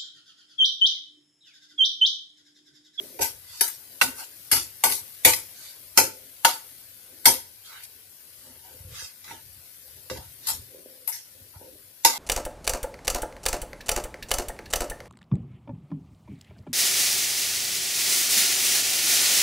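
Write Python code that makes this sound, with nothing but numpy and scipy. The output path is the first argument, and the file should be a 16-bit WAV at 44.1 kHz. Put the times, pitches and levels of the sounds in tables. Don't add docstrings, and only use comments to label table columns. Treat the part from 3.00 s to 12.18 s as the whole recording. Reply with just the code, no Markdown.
import sys
import numpy as np
from scipy import signal
from scipy.fft import rfft, irfft, next_fast_len
from scipy.io import wavfile
from scipy.ndimage import map_coordinates

SR = 44100
rng = np.random.default_rng(int(sys.argv[2]) if len(sys.argv) > 2 else 0)


def put_to_file(sound):
    columns = np.atleast_2d(sound).T
    safe = np.clip(columns, -1, 1)
    whole_steps = np.round(safe * 32767)
    wavfile.write(sys.argv[1], SR, whole_steps.astype(np.int16))


def linear_from_db(decibels):
    return 10 ** (np.asarray(decibels, float) / 20)


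N = 404838


def rms_one(x):
    return x / np.sqrt(np.mean(x ** 2) + 1e-20)


def at_hz(points, hz):
    table_hz, values = np.transpose(points)
    return np.interp(np.log(hz + 1), np.log(table_hz), values)


def colour(x, gain):
    size = next_fast_len(N + 4096)
    hz = np.arange(size // 2 + 1) * SR / size
    return irfft(rfft(x, size) * gain(hz), size)[..., :N]


def band(x, low_hz, high_hz):
    return signal.sosfilt(signal.butter(2, [low_hz, high_hz], "band", fs=SR, output="sos"), x)


def wander(depth_db, per_s):
    knots = linear_from_db(depth_db * rng.standard_normal(400))
    return np.interp(np.arange(N) * per_s / SR, np.arange(400), knots)


def patchy(x, depth_db, width_hz, length_s):
    hz, s, cells = signal.stft(x, SR, nperseg=1024)
    knots = rng.standard_normal((240, 400))
    where = np.meshgrid(hz / max(width_hz, 100), s / max(length_s, 0.025), indexing="ij")
    chance = map_coordinates(knots, where, order=1)
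    gain = linear_from_db(depth_db * np.minimum(chance, 0.31 * chance))
    return signal.istft(cells * gain, SR, nperseg=1024)[1][:, :N]


def grit(per_s, spread_db):
    # (frequency [Hz], left-right correlation)
    likeness = [(60, 0.9), (180, 1), (550, 0.48), (1650, 0.3), (4970, -0.32), (15000, -0.13)]
    sizes = linear_from_db(spread_db * np.minimum(rng.exponential(1, (2, N)), 5))
    sizes = sizes * rng.choice([-1, 1], (2, N))
    mid, side = sizes * (rng.random((2, N)) < per_s / SR)
    mid = colour(mid, lambda hz: np.sqrt(1 + np.clip(at_hz(likeness, hz), 0, 1)))
    side = colour(side, lambda hz: np.sqrt(1 - np.clip(at_hz(likeness, hz), 0, 1)))
    return rms_one(np.array([mid + side, mid - side]))


def body(force, modes, wander_db, wander_per_s):
    out = 0
    for hz, level_db, t60 in modes:
        r = linear_from_db(-60 / (t60 * SR))
        w = 2 * np.pi * hz / SR
        drive = force * wander(wander_db, wander_per_s) * linear_from_db(level_db) * np.sqrt(2 * (1 - r * r))
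        out = out + signal.lfilter([0, np.sin(w)], [1, -2 * r * np.cos(w), r * r], drive + 1e-18)
    return out / np.sqrt(np.sum(linear_from_db(2 * np.array(modes)[:, 1])))


def swell(start, fullest, end, power):
    away = np.interp(np.arange(N) / SR, [start, fullest, end], [1, 0, 1])
    return linear_from_db(-23.5 * away ** power) * (away < 1)


def kitchen(x):
    t60_s, level_db = 0.37, -18
    t = np.arange(SR // 2) / SR
    tail = rng.standard_normal((2, len(t))) * linear_from_db(-60 * t / t60_s) * (t > 0.004)
    tail = signal.lfilter([1], [1, -0.3], tail)
    tail = tail / np.sqrt(np.sum(tail[0] ** 2))
    return linear_from_db(level_db) * signal.fftconvolve(x, tail, axes=1)[:, :N]


def sizzle():
    # (time [s], level [dB])
    frying = [(0.0, -49.5), (0.51, -52), (0.69, -49.5), (2.12, -48), (3.3, -50.5), (3.58, -49.5),
              (4.58, -52), (5.47, -52), (6.59, -51), (7.62, -51), (7.85, -52.5), (8.97, -53.5), (9.18, -52)]
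    # (frequency [Hz], density [dB per Hz])
    pop_spectrum = [(24, -28), (40, -20), (96, -4.5), (180, -11), (516, -9.5), (831, -12), (1340, -13.5),
                    (1480, -7), (1720, -9), (3930, -7.5), (4570, -5.5), (7000, -8.5), (11600, 1.5),
                    (14800, -4.5), (16000, -14.5)]
    pops = colour(grit(per_s=15000, spread_db=3.0), lambda hz: linear_from_db(at_hz(pop_spectrum, hz)))
    pops = patchy(pops, depth_db=8.0, width_hz=96, length_s=0.037)
    s, level_db = np.transpose(frying)
    level_db = np.interp(np.arange(N) / SR, s, level_db)
    return linear_from_db(level_db + 2.5) * wander(0.41, per_s=4.0) * rms_one(pops)


def food_motion():
    # (thud [dB], tumble [dB])
    rest_db = (-71.5, -77)
    # (time [s], thud [dB], tumble [dB])
    jolts = [(.195, -34.5, -33), (.61, -83, -44), (1.015, -47, -28), (1.52, -39.5, -36.5),
             (1.84, -46, -32.5), (2.25, -36.5, -24.5), (2.975, -38, -25), (3.45, -60, -36),
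             (4.26, -40, -29.5), (7.1, -40, -43), (9.05, -84, -33)]
    # (thud [dB/s], tumble [dB/s])
    jolt_fade = (152, 227.5)
    # (start [s], fullest [s], end [s], thud [dB], tumble [dB])
    rolls = [(-.2, 0.046, 0.31, -85, -48.5), (0.857, 0.986, 0.99, -81, -58), (2.56, 2.656, 2.6, -85, -65),
             (2.765, 2.92, 2.99, -59, -75), (2.977, 3.133, 3.42, -97, -56), (3.987, 4.13, 4.6, -87, -63),
             (5.248, 5.495, 5.7, -61.5, -59.5), (5.65, 5.755, 5.84, -61, -52.5),
             (5.777, 5.917, 6.06, -39.5, -85), (6.223, 6.33, 6.43, -59, -50), (7.118, 7.19, 7.2, -52, -60),
             (6.35, 6.46, 6.65, -54, -85), (6.698, 6.84, 7.7, -66, -95.5), (6.856, 6.962, 7.08, -73, -66),
             (7.284, 7.402, 7.55, -82, -59.5), (7.448, 7.553, 7.7, -48, -59), (7.648, 7.796, 8.1, -77, -56),
             (8.29, 8.4, 8.55, -61, -58.5), (8.497, 8.643, 8.92, -64, -55)]
    motion = linear_from_db(np.array(rest_db))[:, None] * np.ones(N)
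    t = np.arange(SR // 2) / SR
    for s, *levels_db in jolts:
        at = round(s * SR)
        settling = linear_from_db(np.c_[levels_db] - np.c_[list(jolt_fade)] * t)
        motion[:, at:at + len(t)] += settling[:, :N - at]
    for start, fullest, end, *levels_db in rolls:
        motion += linear_from_db(np.c_[levels_db]) * swell(start, fullest, end, power=1.38)
    return motion


def food():
    # (frequency [Hz], level [dB], t60 [s])
    pan_modes = [(91.6, -5, 0.105), (120, -2.5, 0.035), (265, -6.5, 0.11), (351, -1.5, 0.027),
                 (413, -3.5, 0.053), (518, 4, 0.061), (599, -6, 0.05)]
    # (time [s], peak [dB], hollow knock [dB])
    bumps = [(0.617, -70, -30), (2.619, -69, -65), (5.381, -47, -54.5), (5.479, -56, -64),
             (5.569, -65, -52), (5.75, -67, -52), (5.808, -30, -61), (5.852, -23, -63), (5.875, -25, -65),
             (5.925, -25.5, -70), (6.028, -40, -54), (6.919, -64, -67), (7.118, -44, -40), (7.19, -32, -54),
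             (7.597, -35, -57), (7.752, -72, -54), (7.865, -61, -41.5), (8.419, -38, -61),
             (8.565, -27.5, -56), (8.619, -51, -43), (8.76, -64, -52)]
    lumps = grit(per_s=2500, spread_db=2.0)
    thud, tumble = linear_from_db(-2.0) * food_motion()[:, None] * lumps
    s, peak_db, knock_db = np.transpose(bumps)
    at = [round((time - 0.006) * SR) for time in s]
    thud[:, at] += linear_from_db(peak_db + 13.5)
    tumble[:, at] += linear_from_db(knock_db + 21.0)
    low = band(body(thud, pan_modes[:2], wander_db=4.5, wander_per_s=7.3), 37, 150)
    hollow = band(body(tumble, pan_modes[2:], wander_db=7.0, wander_per_s=12), 248, 610)
    return low + hollow


def edge_catch():
    # (time [s], peak [dB], centre [Hz], width [Hz], decay [s])
    snags = [
        (8.0755, -25, 11600, 700, 0.025),
        (8.125, -38, 5700, 1000, 0.05),
        (8.122, -44, 2000, 500, 0.03),
        (4.836, -46, 11300, 1200, .025),
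    ]
    noise, out = rng.standard_normal((2, N)), 0
    for s, peak_db, hz, width_hz, decay_s in snags:
        t = np.arange(N) / SR - s
        rasp = rms_one(band(noise, hz - width_hz / 2, hz + width_hz / 2))
        out = out + linear_from_db(peak_db) * (t > 0) * np.exp(-np.maximum(t, 0) / decay_s) * rasp
    return out


def sliding_force():
    # (time [s], grinding [dB], fade [dB/s], edge brightness [dB], plate weight [dB])
    skids = [(0.205, -27.5, 214, 6, -1.5), (0.608, -29.5, 144, 4.5, -8), (1.011, -27.5, 231, 5, -4.5),
             (1.517, -23.5, 165, 3, -7), (1.836, -28.5, 144, 8.5, 3.5), (2.247, -20.5, 159, 6.5, 2.5),
             (2.971, -18.5, 245, 3.5, -3), (3.446, -28, 157, 4, 7), (4.255, -18.5, 231, 7, 0),
             (7.096, -43.5, 88, -3.5, -5), (7.472, -28.5, 213, 5, -9.5), (8.073, -47, 199, 16, 2),
             (9.046, -21, 181.5, -0.5, -7.5)]
    # (edge [dB/s], shank [dB/s], plate [dB/s])
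    skid_shift = (15.5, -33, -120)
    # (start [s], fullest [s], end [s], grinding [dB], edge brightness [dB])
    sweeps = [(-.05, .02, 0.24, -57, 6.5), (0.415, 0.61, 0.61, -45, -6), (1.153, 1.202, 1.285, -41.5, 1.5),
              (1.876, 1.93, 2.017, -39.5, 10), (2.495, 2.658, 2.79, -48.5, -4),
              (3.903, 3.994, 3.92, -52, 5), (4.63, 4.658, 4.86, -51.5, -8), (4.798, 4.855, 4.86, -51.5, 3),
              (5.3, 5.434, 5.6, -58.5, 6), (5.897, 6.001, 6.13, -39, -10), (6.206, 6.304, 6.4, -46.5, -11),
              (7.406, 7.47, 7.48, -47, -3), (7.137, 7.17, 6.56, -45.5, 7), (8.112, 8.16, 8.23, -48.5, 2),
              (9.14, 9.195, 9.7, -40, -4)]
    # (start [s], fullest [s], end [s], grinding [dB], shank weight [dB])
    presses = [(1.16, 1.246, 1.236, -43, -31), (4.673, 4.754, 4.88, -61, 11.5),
               (5.414, 5.467, 6.05, -68, 0), (5.622, 5.658, 5.76, -55.5, -9), (6.248, 6.33, 6.41, -50, 0),
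               (7.146, 7.162, 7.27, -44.5, -12.5), (8.53, 8.555, 8.6, -53.5, -9),
               (8.593, 8.613, 8.68, -53.5, -17), (9.08, 9.174, 9.7, -37, -10)]
    bite_s, lift_off_db_per_s2 = 0.017, 299
    lead_in_s, lead_in_db = 0.016, -25
    sliding = np.zeros((4, N))
    t = np.arange(SR // 2) / SR
    lead = round(lead_in_s * SR)
    for s, grind_db, fade, edge_db, plate_db in skids:
        at = round(s * SR)
        shares_db = np.array([[0], [edge_db], [-3 + 0.34 * plate_db], [plate_db]])
        fades = fade - np.array([0, *skid_shift])[:, None]
        fall_db = fades * np.maximum(t - bite_s, 0) + lift_off_db_per_s2 * t ** 2
        skid = np.minimum(t / bite_s, 1) * linear_from_db(grind_db + shares_db - fall_db)
        sliding[:, at - lead:at] += linear_from_db(grind_db + lead_in_db + shares_db) * np.linspace(0, 1, lead)
        sliding[:, at:at + len(t)] += skid[:, :N - at]
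    for *span, grind_db, edge_db in sweeps:
        shares_db = np.array([[0], [edge_db], [-6], [-21.5]])
        sliding += linear_from_db(grind_db + shares_db) * swell(*span, power=2)
    for *span, grind_db, shank_db in presses:
        sliding[2:] += linear_from_db(grind_db + np.array([[shank_db], [0]])) * swell(*span, power=2)
    return sliding


def striking_force():
    # (time [s], peak [dB], edge brightness [dB], shank weight [dB], plate weight [dB])
    blows = [(0.19, -33, -1, -10, 9), (0.6083, -11.5, 5, -12, -12), (1.0124, -12, -0.5, 1, 4),
             (1.514, -12, 7, -10.5, -18), (1.5262, -18, 0, -16, -16), (1.8371, -11, 6, -8.5, 4.5),
             (2.248, -4.5, 10.5, -8, -6), (2.974, 0.5, -1, -17, -17), (3.4474, -3.5, 0.5, -9, 0),
             (4.255, 1.5, 0.5, -15, -14), (6.3094, -44, -14, -15, 11), (7.099, -26.5, -19, -11, -22),
             (7.469, -22.5, 4.5, -26, -25), (8.074, -38.5, 14, -6, -5), (9.0478, 1.5, -5.5, -18.5, -6)]
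    # (time [s], peak [dB], edge brightness [dB])
    hops = [(0.676, -38, 15), (1.562, -18.5, -2), (1.9208, -22.5, -1), (2.333, -16.5, -17),
            (4.6573, -51, -10), (4.833, -48, 13), (6.242, -39, -14), (7.171, -38, 0), (8.1283, -47.5, 9)]
    hop_shank_db, hop_plate_db = -12, -22.5
    striking = np.zeros((4, N))
    t = np.arange(SR // 2) / SR
    pulse = (1 - np.exp(-t / 0.0022)) * np.exp(-t / 0.0046)
    contacts = blows + [(*hop, hop_shank_db, hop_plate_db) for hop in hops]
    for s, peak_db, edge_db, shank_db, plate_db in contacts:
        at = round(s * SR)
        shares_db = np.array([[0], [edge_db + 3.0], [shank_db + 12.0], [plate_db + 4.0]])
        striking[:, at:at + len(t)] += linear_from_db(peak_db - 3 + shares_db) * pulse[:N - at]
    return striking


def spatula():
    # (frequency [Hz], level [dB], t60 [s])
    blade_modes = [(3930, -20.5, .04), (3760, -13.5, 0.02), (4500, -12.5, 0.15), (4730, -10.5, 0.15),
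                   (4870, 9, 0.059), (5260, 5, 0.16), (5760, 7.5, 0.11), (6560, -7, 0.016)]
    # (frequency [Hz], level [dB], t60 [s])
    edge_modes = [(7860, -27.5, .03), (8360, 3.5, 0.055), (8960, -8, 0.063), (9700, -36, .03),
                  (9840, 3, .05), (11160, -3, 0.068), (10850, -20.5, 0.033), (10540, -7.5, 0.042),
                  (11300, 3.5, 0.054), (13600, -8, 0.032), (12750, -5, .03), (13900, -0.5, 0.017)]
    # (frequency [Hz], level [dB], t60 [s])
    shank_modes = [(1465, -2.5, 0.2), (1483, 3.5, 0.088), (1957, 11, 0.029), (1990, -13, 0.023),
                   (2687, 0.5, 0.019), (3100, -17, 0.081)]
    # (frequency [Hz], level [dB], t60 [s])
    plate_modes = [(765, 1.5, 0.11), (845, -0.5, 0.06), (884, 1.5, 0.075), (918, 14.5, 0.053),
                   (980, -8.5, 0.076)]
    # (frequency [Hz], density [dB per Hz])
    grind_spectrum = [(180, -38.5), (300, -1.5), (519, -17.5), (762, -52.5), (915, -2.5), (1060, -3.5),
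                      (1410, -3), (2360, -8), (4670, -8.5), (7320, -8), (11300, -5), (15200, -14),
                      (16000, -41.5)]
    contacts = grit(per_s=6000, spread_db=3.0)
    rasping = colour(contacts, lambda hz: linear_from_db(at_hz(grind_spectrum, hz)))
    rasping = patchy(rasping, depth_db=16.0, width_hz=170, length_s=0.05)
    # (modes, low [Hz], high [Hz], ring on a blow [dB], ring on a slide [dB], rasp [dB], wander [dB],
    #  left over right [dB], rasp polarity)
    parts = [(blade_modes, 3450, 7700, -3, -13, -1.5, 3.5, -0.6, 1),
             (edge_modes, 7700, 16000, -4, -14, -1.5, 4, 0.6, -1),
             (shank_modes, 1200, 3450, -4, -13, -1.5, 3, -0.6, -1),
             (plate_modes, 620, 1150, -2, -2, -11, 1.5, -4, 1)]
    out = 0
    for slide, blow, part in zip(sliding_force(), striking_force(), parts):
        modes, low_hz, high_hz, blow_db, slide_db, rasp_db, wander_db, side_db, polarity = part
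        push = linear_from_db(blow_db) * blow + linear_from_db(slide_db) * slide
        ring = band(body(push * contacts, modes, wander_db, wander_per_s=12), low_hz, high_hz)
        rasp = polarity * linear_from_db(rasp_db) * (slide + blow) * rms_one(band(rasping, low_hz, high_hz))
        out = out + (ring + rasp) * linear_from_db(np.array([[side_db], [-side_db]]) / 2)
    return out


def scene():
    near = spatula() + food()
    frying = sizzle()
    near = near + edge_catch()
    return near + kitchen(near) + frying


def band_limit(x):
    return signal.sosfilt(signal.butter(12, 16430, fs=SR, output="sos"), x)


def record(dry):
    # (frequency [Hz], left over right [dB])
    port_tilt = [(60, 1.5), (150, -1.5), (380, 0), (900, 0.5), (2400, -0.5), (4400, -4), (6500, -2),
                 (8500, 4.5), (11000, 12.5), (15000, 16.5)]
    shares = np.array([[0.3], [-0.7]])
    ports = colour(dry, lambda hz: linear_from_db(at_hz(port_tilt, hz) * shares))
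    ports = 0.8 * np.tanh(ports / 0.8)
    ports = signal.sosfilt(signal.butter(2, 45, "high", fs=SR, output="sos"), ports)
    ports = signal.sosfilt(signal.cheby2(16, 60, 15800, fs=SR, output="sos"), ports)
    return band_limit(ports)


dry = scene()
out = record(dry)
put_to_file(out)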